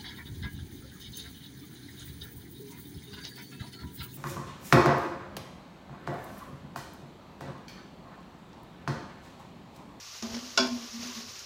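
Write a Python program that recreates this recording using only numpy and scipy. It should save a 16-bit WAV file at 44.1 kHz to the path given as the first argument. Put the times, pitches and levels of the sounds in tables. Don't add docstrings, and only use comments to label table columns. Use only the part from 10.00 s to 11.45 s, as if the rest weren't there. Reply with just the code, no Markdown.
import sys
import numpy as np
from scipy import signal
from scipy.fft import rfft, irfft, next_fast_len
from scipy.io import wavfile
from scipy.ndimage import uniform_filter1d, map_coordinates

SR = 44100
rng = np.random.default_rng(int(sys.argv[2]) if len(sys.argv) > 2 else 0)


def persist_wave(psi):
    counts = np.round(np.clip(psi, -1, 1) * 32767).astype(np.int16)
    wavfile.write(sys.argv[1], SR, np.atleast_2d(counts).T)


def makeup_ratio(level_db):
    decades = np.asarray(level_db, float) / 20
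    return 10 ** decades


N = 63945

# mode_hz, twin_hz
WALL_PAIRS_HZ = [(213, 207), (381, 390), (586, 560), (666, 646), (904, 800), (1061, 1110), (1436, 1318),
                 (1533, 1526), (2352, 2335), (2762, 2740), (3381, 3392), (4475, 4507), (4868, 4916),
                 (5346, 5577)]
# level_db, twin_db (relative to the first), t60_s, swell_s
WALL_RING = [(5.5, -1, 0.098, 0.034), (-1, -18, .3, .025), (-7, -4, 0.14, .008), (-8.5, -8, 0.42, 0.0014),
             (-9.5, -8.5, 0.35, 0.02), (-11, -19, 0.48, 0.0023), (-6.5, -5, 0.26, 0.00057),
             (-11.5, 5, 0.24, 0.0011), (-16.5, -10, 0.44, 0.00047), (-22, 2, 0.36, 0.0014),
             (-5.5, -32, 0.27, 0.0017), (-19, -5, 0.51, .001), (-14, 2, 0.4, .001), (-9, 2, 0.27, 0.00072)]


def unit(x):
    return x / np.sqrt(np.mean(x ** 2) + 1e-20)


def along(points, hz):
    f, v = np.transpose(points)
    return np.interp(np.log(hz + 1), np.log(f + 1), v)


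def curve(rows):
    return np.interp(np.arange(N) / SR, *np.transpose(rows))


def wobble(rate):
    knots = rng.standard_normal(int(N * rate / SR) + 4)
    return map_coordinates(knots, [np.arange(N) * rate / SR])


def filtered(x, response):
    m = next_fast_len(len(x) + SR // 2)
    return irfft(rfft(x, m) * response(np.fft.rfftfreq(m, 1 / SR)), m)[:len(x)]


def rush(spectrum, patchy_db):
    z = signal.stft(rng.standard_normal(N), nperseg=256)[2]
    field = uniform_filter1d(rng.standard_normal(z.shape), size=6, axis=0)
    field = uniform_filter1d(field, size=5, axis=1)
    x = signal.istft(z * makeup_ratio(patchy_db * unit(field)), nperseg=256)[1][:N]
    return unit(filtered(x, lambda hz: makeup_ratio(along(spectrum, hz))))


def bubbles():
    per_s, centre_hz, spread_log, size_db, cycles = 1500, 5110, 0.425, 0.5, 4
    u, g = rng.random((6000, 2)), rng.standard_normal(6000)
    live = np.arange(6000) < per_s * N / SR
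    hz = np.clip(centre_hz * np.exp(spread_log * g), 800, 14000)[:, None]
    t = np.arange(192) / SR
    size = live * makeup_ratio(-size_db * np.log(1 - .97 * u[:, 1]))
    envelope = np.exp(-t * hz / cycles) * (1 - np.exp(-t * hz))
    grains = size[:, None] * np.sin(2 * np.pi * hz * t) * envelope
    at = (u[:, :1] * N).astype(int) + np.arange(192)
    crackle = np.bincount(at.ravel(), grains.ravel(), N + 192)[:N]
    return unit(filtered(crackle, lambda f: f / (f + 1500)))


def sizzle():
    # time_s, level_db
    frying = [(0, -45.5), (.2, -44), (.5, -45), (.85, -44.5), (1.08, -43.5), (1.25, -45), (1.45, -44.5)]
    # freq_hz, density_db_per_hz
    fizz = [(180, -34), (350, -12.5), (1250, -6.5), (1800, -8), (3500, -6.5), (5600, 0), (9000, -10),
            (15500, -10)]
    # start_s, peak_db, pitch_hz
    spits = [(.4643, -38, 6000), (.4918, -35, 5500), (1.0308, -31, 5000), (1.060, -33, 6000),
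             (1.071, -33, 8000), (1.321, -37, 14000), (1.3917, -30, 5600), (1.393, -31, 10000),
             (1.426, -36, 5500), (1.336, -36, 5500), (.345, -34, 2100), (1.085, -36, 2000)]
    crackle_db, spit_db, spit_t60_s = -9, -8, .02
    strength = makeup_ratio(curve(frying) + 1.1 * wobble(40.53))
    hiss = rush(fizz, patchy_db=1.0)
    out = np.pad(strength * (hiss + makeup_ratio(crackle_db) * bubbles()), (0, SR))
    t = np.arange(2048) / SR
    for s, db, hz in spits:
        puff = filtered(rng.standard_normal(2048), lambda f: np.exp(-(np.log((f + 1) / hz) / 0.3) ** 2))
        out[round(s * SR):][:2048] += makeup_ratio(db + spit_db - 60 * t / spit_t60_s) * unit(puff)
    return out[:N]


def kitchen():
    # freq_hz, density_db_per_hz
    room = [(15, -57), (30, -18), (60, -10), (105, -4.5), (200, -14.5), (480, -26.5), (640, -45),
            (1200, -3.5)]
    return makeup_ratio(-60) * rush(room + [(1500, -120)], patchy_db=-2.5)


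def scrape():
    # time_s, level_db
    pressure = [(0, -59), (.215, -92), (.232, -46), (.29, -47), (.325, -46), (.35, -40.5), (.385, -46.5),
                (.5, -53), (.57, -54), (.6, -35.5), (.75, -48.5), (.99, -51.5), (1.034, -41),
                (1.046, -45.5), (1.075, -43), (1.135, -47), (1.165, -43.5), (1.215, -45.5), (1.235, -51),
                (1.45, -54)]
    # freq_hz, density_db_per_hz
    bare = [(150, -9), (300, 4), (1000, -3), (2200, -7), (3500, -5), (5500, -3), (8000, -12), (15000, -24)]
    # freq_hz, density_db_per_hz
    spiced = [(150, -9), (300, 4), (1000, -1.5), (2200, -0.5), (3000, 1.5), (5500, 3.5), (8000, -5),
              (15000, -4.5)]
    ring_db, stir_from_s, grit_per_s, grit_db = -9.5, 0.844, 200, 2

    def wall(f, width_hz=30):
        return sum(makeup_ratio(row[0]) * 1j * f * width_hz / (c * c - f * f + 1j * f * width_hz)
                   for (c, _), row in zip(WALL_PAIRS_HZ, WALL_RING))

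    late = np.clip((np.arange(N) / SR - stir_from_s) * 10, 0, 1)
    rub = (1 - late) * rush(bare, patchy_db=0.0) + late * rush(spiced, patchy_db=2.0)
    rub = rub + makeup_ratio(ring_db) * unit(filtered(rng.standard_normal(N), wall))
    return makeup_ratio(curve(pressure) + 1.2 * wobble(40.4) + grit_db * wobble(grit_per_s)) * unit(rub)


def wall_modes(t, hard):
    # freq_hz, level_db, t60_s, swell_s
    knock = [(1076, -10, .22, .003), (658, 0, .12, .012), (1450, -3, .08, .001), (4780, -14, .25, .002),
             (4812, -15, .25, .002), (4398, -16, .25, .002), (3500, -16, .25, .002), (4100, -8, .1, .001),
             (2550, -17, .25, .002), (2620, -17, .2, .002), (5310, -16, .2, .002), (5927, -18, .21, .002),
             (1730, -22, .2, .002), (830, -12, .08, .002)]
    flutter_db, flutter_per_s = 1.3, 53.5
    modes = np.zeros(len(t))
    for (hz, twin_hz), (level, twin_db, t60, swell) in zip(WALL_PAIRS_HZ, WALL_RING):
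        flutter = flutter_db * np.log1p(hz / 1000) * wobble(flutter_per_s)[:len(t)]
        pair = np.sin(2 * np.pi * hz * t) - makeup_ratio(twin_db) * np.sin(2 * np.pi * twin_hz * t)
        modes += makeup_ratio(level - 60 * t / t60 + flutter) * (1 - np.exp(-t / swell)) * pair
    for hz, level, t60, swell in knock:
        modes += hard * makeup_ratio(level - 60 * t / t60) * (1 - np.exp(-t / swell)) * np.sin(2 * np.pi * hz * t)
    return modes


def blows():
    # start_s, peak_db, hardness (0-1), ring_db, body_db
    hits = [
        (0.2239, -22, 0.09, -7.5, 7.5),
        (0.575, -8, 0.85, 5.5, 2),
    ]
    # centre_hz, width_hz, level_db
    clusters = [(401, 77, -4.5), (651.4, 78, -3.5), (1068, 110, 0.5), (1490, 340, -1), (2253, 157, 3),
                (2778, 210, 3.5), (3510, 220, 0), (4040, 144, -1), (4440, 130, -1.5), (4886, 190, 2.5),
                (5400, 390, -5.5), (6350, 660, -7), (6830, 790, -2)]
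    # freq_hz, density_db_per_hz
    clang_spectrum = [(150, -39), (400, 6.5), (700, 6), (1500, 0), (1900, -4.5), (5000, 6), (7200, -2.5),
                      (16000, 4)]
    # freq_hz, t60_s
    clang_t60 = [(300, 0.74), (1500, 0.24), (5000, 0.27), (8000, 0.2), (14000, 0.055)]
    # freq_hz, density_db_per_hz
    crack_spectrum = [(200, -26), (800, -10), (2000, -9), (5500, 2), (7500, -4), (11000, -16), (16500, -13)]
    clang_db, strike_db, crack_db, crack_t60_s = -17.5, 7, -5.5, 0.027
    soft_hz, hard_hz = 480, 29300

    def bunches(f):
        return 0.047 + sum(makeup_ratio(db) * 1j * f * w / (c * c - f * f + 1j * f * w) for c, w, db in clusters)

    out, t = np.zeros(N + SR), np.arange(SR // 2) / SR
    strike = sum(makeup_ratio(db) * np.sin(2 * np.pi * (c * t + rng.random())) * np.exp(-np.pi * w * t / 2)
                 for c, w, db in clusters)
    strike = unit(strike * (1 - np.exp(-t / 0.0022))) / 20
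    for s, db, hard, ring_db, body_db in hits:
        modes = wall_modes(t, hard)
        f, frames, z = signal.stft(rng.standard_normal(len(t)), SR, nperseg=128)
        z = z * makeup_ratio(along(clang_spectrum, f)[:, None] - 60 * frames / along(clang_t60, f)[:, None])
        clang = filtered(signal.istft(z, SR, nperseg=128)[1][:len(t)], bunches)
        clang = clang / clang[:400].std() * (1 - np.exp(-t / 0.00019))
        edge_hz = soft_hz * (hard_hz / soft_hz) ** hard
        body = makeup_ratio(ring_db - 18.5) * modes + makeup_ratio(clang_db + body_db) * (clang + makeup_ratio(strike_db) * strike)
        body = filtered(body, lambda f: 1 / (1 + 1j * f / edge_hz) ** 2)
        crack = unit(filtered(rng.standard_normal(len(t)), lambda f: makeup_ratio(along(crack_spectrum, f))))
        crack = makeup_ratio(crack_db - 60 * t / crack_t60_s) * (1 - np.exp(-t / 0.0014)) * crack
        out[round(s * SR):][:len(t)] += makeup_ratio(db) * (body + crack)
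    return out[:N]


def nudges():
    # start_s, level_db, pitch_hz, t60_s
    tones = [(0.23, -45, 669, 0.55), (0.26, -52, 394, 0.88), (0.422, -67, 780, 0.45),
             (1.06, -50, 386, .5), (1.105, -50, 2750, .2), (1.198, -51.5, 420, 0.35),
             (1.148, -48.5, 1100, 0.38), (0.257, -48, 840, .2), (0.273, -53, 1070, .2),
             (0.358, -54, 570, .4), (1.055, -56, 2700, 0.48), (1.075, -53, 1180, 0.16),
             (1.1, -45, 1000, 0.17), (1.4, -54, 1400, 0.14), (1.032, -39, 6500, .08),
             (1.034, -44, 4500, .08), (1.058, -41, 6350, .08), (1.07, -42, 5900, .08),
             (1.094, -45, 3000, 0.09), (1.118, -46.5, 3300, 0.088), (1.158, -50, 5400, .07),
             (1.16, -47, 3950, .08), (1.181, -45, 6400, .08), (1.214, -42, 5100, .08),
             (.3, -52.5, 665, .5), (.348, -41, 5500, .06)]
    swell_share = 0.017
    t, out = np.arange(N) / SR, np.zeros(N)
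    for s, db, hz, t60 in tones:
        since = (t - s).clip(0)
        swell = 1 - np.exp(-since / (swell_share * t60))
        out += makeup_ratio(db - 60 * since / t60 + 1.1 * wobble(32.0)) * swell * np.sin(2 * np.pi * hz * t)
    return out


def rocking():
    # peak_s, level_db, length_s
    thumps = [
        (0.233, -48, 0.0084),
        (0.328, -50, 0.061),
        (0.432, -56.5, 0.039),
        (0.616, -50.5, 0.024),
        (0.683, -52.5, 0.025),
        (0.746, -53, 0.026),
        (0.996, -46.5, 0.0094),
        (1.127, -57.5, 0.051),
        (1.283, -53.5, 0.03),
    ]
    # freq_hz, density_db_per_hz
    rumble = [(25, -35), (50, -21), (85, -6.5), (115, -13.5), (160, -17), (300, -25)]
    grate_hz, rough_db = 86, 6
    t = np.arange(N) / SR
    power = sum(makeup_ratio(2 * db) * np.exp(-((t - s) / length) ** 2) for s, db, length in thumps)
    tone = np.sqrt(2) * np.sin(2 * np.pi * grate_hz * np.cumsum(1 + .06 * wobble(6.8)) / SR)
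    return np.sqrt(power) * unit(tone + makeup_ratio(rough_db) * rush(rumble, patchy_db=-7.0))


def floor_hum():
    # peak_s, rms_db, pitch_hz, rise_s, fall_s
    pushes = [(0.25, -32, 228.1, 0.012, 0.019), (.32, -42, 235.1, 0.02, 0.018),
              (0.373, -35, 234.3, 0.024, 0.015), (0.438, -45.5, 244.9, 0.014, 0.041),
              (0.529, -64, 236.8, 0.025, 0.012), (0.62, -30.5, 241.7, 0.023, 0.039),
              (0.736, -33, 240.8, 0.035, 0.035), (.84, -45.5, 238.8, 0.06, 0.023),
              (.974, -42, 231, .03, .011), (1.004, -38.5, 235, .008, .015), (1.186, -41, 233, .016, .014),
              (1.08, -43, 243.4, 0.037, 0.032), (1.215, -57, 227, .015, 0.02),
              (1.255, -51.5, 241.3, 0.027, 0.024)]
    plateau = 2.3
    rest_db, flutter_db = -62, 1.4
    t = np.arange(N) / SR
    power = np.array([makeup_ratio(2 * db) * np.exp(-np.abs((t - s) / np.where(t < s, rise, fall)) ** plateau) + 1e-12
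                      for s, db, _, rise, fall in pushes])
    total = power.sum(axis=0)
    hz = np.array(pushes)[:, 2] @ power / total
    in_pot = (t > pushes[0][0]) * (t < pushes[-1][0])
    level = np.sqrt(2 * (total + makeup_ratio(2 * rest_db) * in_pot)) * makeup_ratio(flutter_db * wobble(60.2))
    return level * np.sin(2 * np.pi * np.cumsum(hz + 5 * wobble(25.4)) / SR)


def scene():
    mono = sizzle() + kitchen() + scrape() + blows() + nudges() + rocking() + floor_hum()
    return np.array([mono, mono])


def band_limit(x):
    return signal.sosfilt(signal.butter(12, 16480, fs=SR, output="sos"), x)


def record(dry):
    shelf_hz, shelf_db, shelf_width_log, top_hz, above_top_db = 7210, -10.5, 0.028, 15500, -42

    def mic(f):
        shelf = shelf_db / (1 + np.exp(-np.log((f + 1) / shelf_hz) / shelf_width_log))
        return makeup_ratio(shelf + above_top_db * (f > top_hz))

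    heard = filtered(dry[0], mic)
    return band_limit(np.array([heard, heard]))


dry = scene()
out = record(dry)
persist_wave(out)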